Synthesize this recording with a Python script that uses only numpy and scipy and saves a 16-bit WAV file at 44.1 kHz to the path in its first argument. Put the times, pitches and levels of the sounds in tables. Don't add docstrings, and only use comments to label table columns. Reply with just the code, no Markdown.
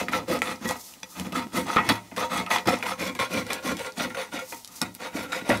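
import sys
import numpy as np
from scipy import signal
from scipy.fft import rfft, irfft, next_fast_len
from scipy.io import wavfile
from scipy.ndimage import uniform_filter1d

SR = 44100
rng = np.random.default_rng(int(sys.argv[2]) if len(sys.argv) > 2 else 0)


def natural_amplitude(level_db):
    exponent = np.asarray(level_db, float) / 20
    return 10 ** exponent


def generate_wav(sig):
    pcm = np.round(np.clip(np.atleast_2d(sig).T, -1, 1) * 32767).astype(np.int16)
    wavfile.write(sys.argv[1], SR, pcm)


N = 246959

# f/Hz, level/dB
ROOM_TONE = [(15, -50), (25, 1), (195, -1.5), (516, -3), (796, 0), (887, 6.5), (1740, -34), (2160, -36.5),
             (2840, -5.5), (6050, -5), (16000, -13)]
# f/Hz, level/dB
PORT_DIFFERENCE = [(60, -9.5), (110, -62), (200, -56.5), (380, -59), (700, -16), (1290, -70), (2380, -43),
                   (4400, -20), (8120, -14.5), (15000, -9.5)]
# t/s, length/s, level/dB
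PALM_SLIDES = [(0.667, 0.017, -38.5), (0.738, 0.1, -43), (1.025, 0.183, -44.5), (1.533, 0.0285, -37),
               (2.776, 0.063, -52), (3.984, 0.055, -58), (4.384, 0.14, -42), (4.487, 0.094, -48.5),
               (4.688, 0.092, -43), (0.836, 0.065, -47.5)]
# f/Hz, level per Hz/dB
SKIN_SOUND = [(2000, -22), (4000, -7), (6000, -1), (9000, -6), (14000, -5.5), (16000, -13)]
# f/Hz, level per Hz/dB
BLADE_HISS = [(2060, 7.5), (3500, -2.5), (4970, 0), (6240, 2), (6780, -1.5), (11300, -5), (14000, -10),
              (16000, -11.5)]
# t/s, f/Hz, level/dB
JUDDER = [
    (1.345, 310.6, -32),
    (1.37, 277, -37),
    (1.41, 245, -29),
    (1.44, 236.4, -38),
    (1.47, 228, -30),
]

# t/s, peak level/dB, f/Hz, time to fall 60
# dB/s
PANEL_KNOCKS = [(0.085, -17, 1265, 0.033), (0.133, -17, 1850, 0.06), (0.132, -13.5, 1334, 0.16),
                (0.293, -34, 203, 0.04), (0.312, -8, 345, 0.061), (0.419, -12, 2010, 0.028),
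                (0.613, -19.5, 236, 0.073), (0.649, -14, 240, 0.05), (0.692, -21, 870, 0.035),
                (1.205, -30, 243, 0.034), (1.27, -20, 240, 0.031), (1.321, -27, 253, 0.048),
                (1.356, -12.5, 1295, 0.083), (1.544, -19, 509, 0.03), (1.547, -14, 240, 0.045),
                (1.702, -10.5, 1286, 0.054), (1.768, -3, 1244, 0.079), (1.891, -10.5, 1230, 0.052),
                (2.12, -26, 660, 0.044), (2.179, -17, 1080, 0.08), (2.179, -33.5, 520, 0.031),
                (2.338, -17, 1278, 0.047), (2.462, -24, 2030, 0.058), (2.513, -32, 509, 0.038),
                (2.674, -7.5, 335, 0.04), (2.683, -11, 204, 0.044), (2.682, -16, 245, 0.041),
                (2.826, -18, 1990, 0.041), (2.874, -23, 1172, 0.054), (2.994, -24, 1080, 0.044),
                (3.023, -29, 514, 0.052), (3.191, -13.5, 1080, 0.092), (3.308, -20, 350, 0.046),
                (3.334, -20, 280, 0.032), (3.502, -14.5, 525, 0.035), (3.648, -16, 299, 0.066),
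                (3.665, -15.5, 244.5, 0.04), (3.978, -19, 263, 0.036), (4.007, -20, 251, 0.052),
                (4.147, -17, 1420, 0.058), (4.341, -15.5, 292, 0.071), (4.523, -24, 526, 0.038),
                (4.818, -24, 245, 0.029), (5.153, -12.5, 288, 0.06), (5.33, -14.5, 1445, 0.064),
                (5.494, -1, 251.7, 0.048),
                (0.356, -20, 501, 0.021), (0.71, -5, 870, 0.016), (1.383, -20, 1890, 0.022),
                (1.27, -17, 242, 0.027), (1.768, -8, 1266, 0.016), (1.778, -9.5, 1300, 0.035),
                (1.78, -9, 880, 0.02), (1.787, -10, 1050, 0.028), (1.789, -11, 1270, 0.025),
                (1.806, -8, 900, 0.025), (1.834, -15, 240, 0.025), (1.897, -17, 920, 0.018),
                (1.903, -6.5, 868, 0.037), (1.92, -7, 202, 0.022), (2.591, -31, 892, 0.018),
                (2.686, -2.5, 757, 0.037), (2.705, -11, 725, 0.035), (2.733, -12, 490, 0.016),
                (3.208, -8, 1080, 0.027), (3.231, -15.5, 502, 0.031), (3.341, -20, 204, 0.034),
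                (3.371, -14, 510, 0.023), (4.822, -18, 245, 0.034), (5.333, -9, 1390, 0.017),
                (5.364, -17.5, 509, 0.11), (5.422, -16, 240, 0.035), (5.443, -19, 245, 0.023),
                (5.494, -23, 258, 0.038), (5.507, 1.5, 577, 0.028), (5.511, -12, 200, 0.027),
                (5.519, -5, 542, 0.04), (5.497, -4, 790, 0.025), (5.533, -9, 760, 0.035),
                (.0845, -6, 1960, 0.0058), (0.419, 2.5, 2300, 0.0061), (1.768, -15, 2010, 0.025),
              (2.8262, -9.5, 2245, 0.0065), (4.524, -26, 928, 0.19), (4.525, -20, 2480, .015),
              (5.503, 0, 1911, .022)]
TABLE_BUMPS = [(0.124, -49, 102, 0.18), (0.296, -38, 148, 0.204), (0.639, -50.5, 103, 0.18),
               (1.192, -31, 79, 0.26), (1.541, -42, 129, 0.18), (1.761, -31.5, 113, 0.2),
               (1.882, -21, 106.5, 0.12), (2.396, -28.5, 109, 0.192), (2.662, -25, 120.3, 0.29),
               (3.205, -30.5, 124, 0.333), (3.369, -34, 140, 0.25), (3.712, -33.5, 148, 0.176),
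               (4.817, -41, 103, 0.17), (5.137, -33, 120, 0.283), (5.495, -35.5, 122, 0.35)]
# t/s, level/dB
LEVER_CLINKS = [
    (.419, -22.5),
    (1.032, -35),
    (4.816, -22),
]
# f/Hz, level/dB, time to fall 60 dB/s
CLINK_NOTES = [
    [(894, -5.5, 0.067), (1346, -4.5, 0.115), (2140, -7, 0.027)],
    [(890, -3.5, 0.11), (1847, -24, 0.089), (2420, 4, 0.018), (3470, 5, 0.018), (3980, -12, 0.067),
     (4920, 1, 0.0205), (5900, 7, 0.019)],
    [(890, -7.5, 0.16), (1170, -9.5, 0.123), (1427, -5.5, 0.1), (1915, -12, 0.16), (2195, -19.5, 0.081),
     (2470, -11, 0.102), (3840, 1.5, 0.022), (5440, 8.5, 0.0093)],
]

# t/s, tick level/dB, thud level/dB, crack level/dB
RIM_BITES = [(0.084, -12, -41.5, -61), (0.134, -8, -38, -60), (0.288, -38.5, -28.5, -41),
             (.419, -10, -51, -24.5), (0.649, -23, -22, -47), (0.69, -32, -35, -26),
             (0.709, -33, -41, -27.5), (1.198, -20, -20, -31), (1.323, -21.5, -40, -60),
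             (1.359, -16, -38, -41), (1.683, -19, -27, -58), (1.763, -11, -47, -43.5),
             (1.769, -4, -47, -55), (1.891, -4, -16, -22), (2.181, -34, -50.5, -50), (2.515, -9, -26, -31),
             (2.584, -9, -45.5, -42), (2.673, -23.5, -25, -32.5), (2.686, -9.5, -28.5, -40),
             (3.191, -17, -32, -42), (3.506, -16, -37, -37), (3.532, -27, -30, -23),
             (3.794, -19.5, -45, -39.5), (4.15, -23, -39.5, -56), (4.524, -23, -40, -44),
             (4.816, -33, -27, -21), (5.494, -26, -18.5, -37), (5.501, -21, -16, -45),
             (5.574, -22, -42, -35), (5.594, -41, -33, -54)]
# t/s, tick level/dB, crack level/dB, f/Hz
LIGHT_TICKS = [(.39, -40, -38, 5200), (.559, -24, -56.5, 5250), (.938, -32, -43.5, 2655),
               (1.002, -50, -51, 5840), (1.031, -24, -41, 2420), (1.268, -27, -41.5, 2270),
               (2.12, -43, -61, 2450), (2.164, -30, -54, 2680), (2.464, -17, -41, 2180),
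               (2.516, -18, -49, 11200), (2.788, -38, -39, 2300), (2.827, -11.5, -42, 2100),
               (3.151, -41, -36.5, 1940), (3.467, -34, -37, 1950), (3.769, -40, -32.5, 2290),
               (3.922, -24.5, -55, 5200), (4.104, -18.5, -64, 2020), (4.637, -30, -54, 11000),
               (4.647, -29, -34, 4600), (4.676, -28, -37.5, 5200), (4.943, -26, -60, 12500),
               (4.95, -13, -38, 10900), (5.264, -34, -57, 2440), (5.331, -14, -50, 2020)]
# t/s, length/s, wall level/dB, table level/dB, lid level/dB
PRESSES = [(-0.027, 0.037, -28, -28.5, -23.5), (0.262, 0.094, -27.5, -28, -20),
           (0.595, 0.0737, -37.5, -32, -35.5), (1.136, 0.078, -38, -36, -40.5),
           (1.508, 0.0913, -28.5, -25, -26.5), (2.276, 0.0995, -29.5, -32.5, -30),
           (2.704, 0.04, -30, -32.5, -25.5), (2.959, 0.12, -29, -29, -26.5),
           (3.274, 0.13, -29.5, -29.5, -26.5), (3.612, 0.1065, -28.5, -27.5, -24),
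           (3.95, 0.092, -27, -29, -25), (4.306, 0.065, -33, -38, -32), (4.835, 0.016, -37, -36.5, -40),
           (5.112, 0.12, -32.5, -33.5, -29.5), (5.42, 0.14, -33, -40, -27.5),
           (5.508, 0.0416, -32, -28, -47)]
LEVER_BACKS = [(0.106, 0.0645, -29.5, -30.5, -30.5), (0.412, 0.099, -31.5, -34.5, -38),
               (1.242, 0.022, -40.5, -36, -43), (1.33, 0.0706, -31, -33, -43),
               (1.641, 0.1246, -31.5, -39, -33), (1.815, 0.14, -34.5, -36, -48),
               (2.367, 0.027, -28.5, -31, -32.5), (2.844, 0.063, -29, -37.5, -36.5),
               (3.44, 0.062, -38.5, -45, -41), (3.755, 0.11, -34.5, -76, -37.5),
               (4.154, 0.068, -32, -48.5, -34.5), (4.386, 0.012, -33.5, -68, -32),
               (4.983, 0.082, -35.5, -44, -37), (5.27, 0.083, -43.5, -55.5, -42)]
QUICK_GRIPS = [(2.162, 0.069, -29, -38, -29.5), (2.502, 0.061, -24.5, -37, -31),
               (3.189, 0.0383, -25, -42, -31.5), (3.5, 0.061, -33.5, -44, -35.5),
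               (5.319, 0.071, -33.5, -43.5, -37)]
# t/s, dying rate/(dB per s), wall level/dB, table level/dB, lid
# level/dB
SUDDEN_JOLTS = [(0.083, 626, -29.5, -25, -57), (0.418, 750.0, -30, -37, -32),
                (0.687, 243.5, -26.5, -70.0, -30.5), (1.029, 1350.0, -42, -44.5, -40),
                (1.321, 830.0, -28, -21.5, -48), (1.758, 146.5, -30.5, -23.5, -36),
                (1.888, 418, -14.5, -18, -23.5), (2.671, 233, -18.5, -21.5, -26),
                (2.825, 665, -26.5, -70, -27), (3.149, 407.5, -35, -37, -47.5),
                (4.096, 300.0, -37.5, -54, -60), (4.144, 390.0, -34, -70.0, -32),
                (4.519, 318.5, -35.5, -40, -39.5), (4.812, 426, -29, -27.5, -35),
                (5.49, 295, -20, -13.5, -14.5),
                (0.122, 400, -39, -42, -33), (.28, 394, -34, -25, -49), (0.644, 402, -29.5, -24, -45),
                 (1.68, 400, -38, -40, -34), (2.161, 300, -52, -54, -41.5), (2.491, 298, -36, -34, -23),
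                 (2.654, 100, -31, -30, -38), (3.187, 300, -40, -52, -26.5), (3.502, 302, -26, -52, -27),
                 (4.995, 305, -53, -41, -47), (5.318, 260, -29.5, -53, -43)]
LID_BUCKLES = [(2.114, 350, -40.5, -37, -46), (2.462, 530, -30.5, -54.0, -42), (1.766, 223, -15, -33, -30),
               (2.684, 510, -30, -21.5, -29.5), (5.502, 420, -15, -32, -34)]

# f/Hz, width/Hz, level/dB
TABLE_NOTES = [(79, 11, -13.5), (108.36, 5.7, -4.5), (182.17, 7.5, -0.5), (245, 21.15, 2),
               (285.4, 22.5, -4), (340.7, 60, -5)]
LID_NOTES = [(423.2, 6.1, -11.5), (509, 15.6, 3), (594.3, 4.9, -12.5)]
WALL_SHUT_NOTES = [(720, 17, 2), (819, 10.4, -4.5), (905, 87, 0.5), (927, 11.5, 7), (1005, 13, -0.5),
                   (1272.4, 48, 6.5), (1470, 12, -33.5), (1943.4, 25.4, 3), (1972, 134, -6),
                   (2195, 33, -1.5), (2420, 18, -3.5), (2643.4, 39.6, -5)]
WALL_HALF_NOTES = [(690, 150, -10), (1080, 39.5, 8), (1392, 10.2, -15), (1670, 32, -4), (1990, 20, -1.5),
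                   (2237, 78, 4), (2386, 38, 4)]
WALL_OPEN_NOTES = [(795, 66, 0), (885, 14, 11), (933, 30, 7.5), (1090, 50, -7), (1101, 43, 7),
                   (1380, 32, 11.5), (1394, 33.1, 16), (1650, 100, 2), (1940, 129.5, 0.5),
                   (2010, 12, -28.5), (2220, 37, 11), (2375, 34, -8.5)]
RIM_SHUT_NOTES = [(3260, 11, -40), (3322, 58.7, 3), (3900, 29, -9.5), (4040, 52, 0.5), (4450, 10, -15.5)]
RIM_OPEN_NOTES = [(2960, 30, -24), (3373, 50, 1.5), (3662.4, 100, -0.5), (3770, 78, 6.5), (4164, 66, -9),
                  (4600, 55, -3)]
# t/s, share of open-lid notes
LID_OPENING = [(2.7, 0.012, 0.097), (3.5, 1, 0.14), (3.8, 1, 0.32), (4.1, 0.77, 1), (4.44, 0.96, 0.896),
               (4.5, 0.099, 1), (4.9, 0.088, 1), (4.98, 0.8, 1)]
# t/s, share of half-cut notes in wall
HALFWAY = [(2.75, 0), (3.05, 0.62), (3.55, 0.67), (3.85, 0.086)]


def rms_one(x):
    return x / np.sqrt(np.mean(x ** 2) + 1e-20)


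def in_time(table):
    s, *columns = np.transpose(table)
    return [np.interp(np.arange(N) / SR, s, c) for c in columns]


def drift(rate, spread_db):
    r = np.exp(-80 * np.pi * rate / SR)
    slow = signal.lfilter([1], [1, -2 * r, r * r], rng.standard_normal(N // 40 + 2002))[2000:]
    gain = natural_amplitude(spread_db * np.clip(rms_one(slow), -2, 2))
    return np.interp(np.arange(N) / 40, np.arange(len(slow)), gain)


def colour(x, spectrum):
    hz, db = np.transpose(spectrum)
    size = next_fast_len(N)
    bins = np.arange(size // 2 + 1) * SR / size + 1
    gain = natural_amplitude(np.interp(np.log(bins), np.log(hz), db))
    return irfft(rfft(x, size) * gain, size)[:N]


def band(x, low_hz, high_hz):
    return signal.sosfilt(signal.butter(2, [low_hz, high_hz], "band", fs=SR, output="sos"), x)


def resonate(x, hz, width_hz):
    r = np.exp(-np.pi * width_hz / SR)
    top = np.array([1, 0, -1]) * (1 - r * r) / 2
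    return signal.lfilter(top, [1, -2 * r * np.cos(2 * np.pi * hz / SR), r * r], x)


def stroke(start, length, swell_share, held_db_per_s, release_db_per_s):
    out = np.zeros(N)
    at = slice(max(round(start * SR), 0), round((start + .7) * SR))
    s = np.maximum(np.arange(N)[at] / SR - start, 0)
    swell = np.sin(np.pi / 2 * np.minimum(s / (swell_share * length), 1)) ** 2
    held_db = held_db_per_s * (np.minimum(s, length) - length / 2)
    out[at] = swell * natural_amplitude(held_db - release_db_per_s * np.maximum(s - length, 0))
    return out


def slips(per_s, spread_db):
    sizes = natural_amplitude(spread_db * np.minimum(rng.exponential(1, N), 3.4)) * rng.choice([-1, 1], N)
    return rms_one(sizes * (rng.random(N) < per_s * drift(60, 3.5) / SR))


def following(on_wall, db, share):
    return natural_amplitude(db) * (on_wall / natural_amplitude(-29)) ** share


def hush():
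    mid, side = (rms_one(colour(rng.standard_normal(N), ROOM_TONE)) for _ in range(2))
    side = natural_amplitude(-12.5) * band(side, 60, 700)
    return natural_amplitude(-42.5 - 12.5) * (mid + side * np.array([[1], [-1]]))


def kitchen(x):
    t60_s, cut_hz = 0.057, 16000
    size = next_fast_len(N + SR)
    w = 2 * np.pi * np.arange(size // 2 + 1) / size
    dull = 1 / (1 + 1j * w * SR / (2 * np.pi * cut_hz))
    spectrum, out = rfft(x, size), [0, 0]
    for k, lag in enumerate((rng.uniform(0.0068, .03, 12) * SR).astype(int)):
        loop = natural_amplitude(-60 * lag / SR / t60_s) * dull * np.exp(-1j * w * lag)
        out[k % 2] = out[k % 2] + (-1) ** (k // 2) * loop / (1 - loop)
    return np.array([irfft(spectrum * h, size)[:N] for h in out])


def brush():
    level = 0
    for start, length, db in PALM_SLIDES:
        level = level + natural_amplitude(db) * stroke(start, length, swell_share=1, held_db_per_s=-64, release_db_per_s=201)
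    return level * drift(40, 2.3) * rms_one(colour(rng.standard_normal(N), SKIN_SOUND))


def groan():
    hz, db = in_time(JUDDER)
    s = np.arange(N) / SR
    sounding = (s > JUDDER[0][0]) * (s < JUDDER[-1][0])
    return natural_amplitude(db) * sounding * np.sin(2 * np.pi * np.cumsum(hz) / SR) * drift(23.4, 4.65)


def rings(rows, trim_db):
    out, s = np.zeros(N + SR // 2), np.arange(SR // 2) / SR
    for start, db, hz, t60 in rows:
        at = round(start * SR)
        out[at:at + SR // 2] += natural_amplitude(db + trim_db - 60 * s / t60) * np.sin(2 * np.pi * hz * s)
    return out[:N]


def lid_pop():
    at_s, half_width_s = 1.764, 0.00026
    return natural_amplitude(-9) * np.exp(-((np.arange(N) / SR - at_s) / half_width_s) ** 2)


def blows():
    clinks = []
    for (start, db), notes in zip(LEVER_CLINKS, CLINK_NOTES):
        clinks += [(start, db + note_db, hz, min(t60, .12)) for hz, note_db, t60 in notes]
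    knocks = rings(PANEL_KNOCKS, trim_db=-9.5) + rings(clinks, 0)
    bumps = rings(TABLE_BUMPS, trim_db=-5.5)
    return band(knocks, 137, 9900) + band(bumps, 72, 360) + lid_pop()


def contacts():
    scatter = np.exp(0.083 * rng.standard_normal(len(RIM_BITES)))
    bites = [(s, tick, thud - 9.5, thud, crack, 2180 * k)
             for (s, tick, thud, crack), k in zip(RIM_BITES, scatter)]
    ticks = [(s, tick, -90, -90, crack, hz) for s, tick, crack, hz in LIGHT_TICKS]
    return np.array(bites + ticks)


def strikes(column, trim_db, bounce_s, tone_width=None):
    out, rows = np.zeros(N + 900), contacts()
    shape = np.exp(-np.arange(900) / SR / bounce_s)
    clicks = rng.standard_normal((len(rows), 900)) * (rng.random((len(rows), 900)) < .15)
    clicks[:, 0] = 3
    for row, grain in zip(rows, clicks * shape):
        if tone_width:
            hz, width_hz = row[5], tone_width * row[5]
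            grain = resonate(resonate(grain, hz, width_hz), hz, width_hz)
            grain = grain / np.abs(grain).max()
        at = round(row[0] * SR)
        out[at:at + 900] += natural_amplitude(row[column] + trim_db) * grain
    return out[:N]


def slide(level):
    grains = slips(9000, spread_db=-1.0)
    patches = sum(resonate(grains * drift(9, 4.5), hz, .04 * hz) for hz in np.geomspace(4200, 14500, 16))
    hiss = rms_one(colour(grains + 2.8 * patches, BLADE_HISS))
    crack = band(strikes(4, 10.6, bounce_s=0.003), 2600, 10800)
    return level * hiss, crack


def sudden(rows):
    power = 0
    for start, dying, *db in rows:
        shape = stroke(start, 0.0028, swell_share=0.85, held_db_per_s=0, release_db_per_s=dying)
        power = power + (natural_amplitude(np.array(db) - 1)[:, None] * shape) ** 2
    return power


def forces():
    grip_db = np.array((-57, -58, -62))
    release_db_per_s = 342, 161, 320
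    kinds = ((PRESSES, (0.6029, -23, -50, -44)),
             (LEVER_BACKS, (0.35, 30, -34, -5)),
             (QUICK_GRIPS, (0.02, 14, -6, -5)))
    power = natural_amplitude(2 * grip_db)[:, None] * drift(8.0, 2.5) ** 2
    pushing = None
    for rows, (swell_share, *held) in kinds:
        for start, length, *db in rows:
            for k in range(3):
                shape = stroke(start, length, swell_share, held[k], release_db_per_s[k])
                power[k] += (natural_amplitude(db[k]) * shape) ** 2
        if pushing is None:
            pushing = power[0].copy()
    power += sudden(SUDDEN_JOLTS)
    on_edge = np.sqrt(power[0])
    on_wall, on_table, on_lid = np.sqrt(power + sudden(LID_BUCKLES))
    return (on_wall, on_table, on_lid, on_edge), pushing / power[0]


def body(force, modes, low_hz, high_hz, broad_db, wander_db=2.5, held=1):
    out = natural_amplitude(broad_db) * band(force, low_hz, high_hz)
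    power = natural_amplitude(2 * broad_db) * (high_hz - low_hz)
    for k, (hz, width_hz, db) in enumerate(modes):
        out += (-1) ** k * natural_amplitude(db) * resonate(force * held * drift(7, wander_db), hz, width_hz)
        power += natural_amplitude(2 * db) * width_hz * np.pi / 2
    return band(out, 0.99 * low_hz, 1.02 * high_hz) / np.sqrt(2 * power / SR)


def flex(shell, pushing):
    most_s, smooth_s = 0.00088, 0.068
    shift = most_s * SR * uniform_filter1d(pushing, round(smooth_s * SR))
    return np.interp(np.arange(N) + shift, np.arange(N), shell)


def tin(on_wall, on_table, on_lid, on_edge, pushing):
    rasp = slips(1500, spread_db=3.0)
    wall_open, rim_open = in_time(LID_OPENING)
    half, = in_time(HALFWAY)
    tick = strikes(1, -7.0, bounce_s=0.001, tone_width=0.623)

    table_force = rasp * on_table + strikes(2, 12.2, bounce_s=0.014)
    table = body(table_force, TABLE_NOTES, 65, 760, broad_db=-13.5, wander_db=1.0)
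    lid_force = rasp * on_lid + strikes(3, 3.7, bounce_s=0.00063)
    held = natural_amplitude(-7 * pushing)
    lid = body(lid_force, LID_NOTES, 376, 742, broad_db=-14.0, wander_db=-3, held=held)

    wall_force = rasp * on_wall + tick * natural_amplitude(-4.0)
    uncut_force = wall_force * np.sqrt(1 - half)
    shut = body(uncut_force * np.sqrt(1 - wall_open), WALL_SHUT_NOTES, 650, 2800, broad_db=-9.5)
    opened = body(uncut_force * np.sqrt(wall_open), WALL_OPEN_NOTES, 650, 2800, broad_db=-9.5)
    halved = body(wall_force * np.sqrt(half), WALL_HALF_NOTES, 650, 2800, broad_db=-14)

    rim_force = rasp * following(on_edge, -38, 1.12) + tick * natural_amplitude(-8.5)
    rim = body(rim_force * np.sqrt(1 - rim_open), RIM_SHUT_NOTES, 2800, 4800, broad_db=-7)
    rim += body(rim_force * np.sqrt(rim_open), RIM_OPEN_NOTES, 2800, 4800, broad_db=-7)
    return table + flex(lid + shut + halved + opened + rim, pushing) + tick


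def scene():
    force, pushing = forces()
    hiss, crack = slide(following(force[3], -39.5 + 1.26 * pushing, 0.995))
    can = tin(*force, pushing) + groan() + hiss + crack + brush() + blows()
    left, right = kitchen(can + natural_amplitude(-1.0) * crack)
    room_side = colour(band(left - right, 70, 18000), PORT_DIFFERENCE) * natural_amplitude(-1.0)
    sway = natural_amplitude(-15.5) * band(can, 40, 3600) * np.log(drift(19.6, 2.65))
    return can + natural_amplitude(-9.0) * (left + right) + (room_side + sway) * np.array([[1], [-1]]) + hush()


def low_pass(x):
    return signal.sosfilt(signal.butter(12, 16500, fs=SR, output="sos"), x)


def record(dry):
    rounded = .9 * np.tanh(band(dry, 40, 20000) / .9)
    top_cut = signal.ellip(14, .1, 50, 15740, fs=SR, output="sos")
    return low_pass(signal.sosfilt(top_cut, rounded))


dry = scene()
out = record(dry)
generate_wav(out)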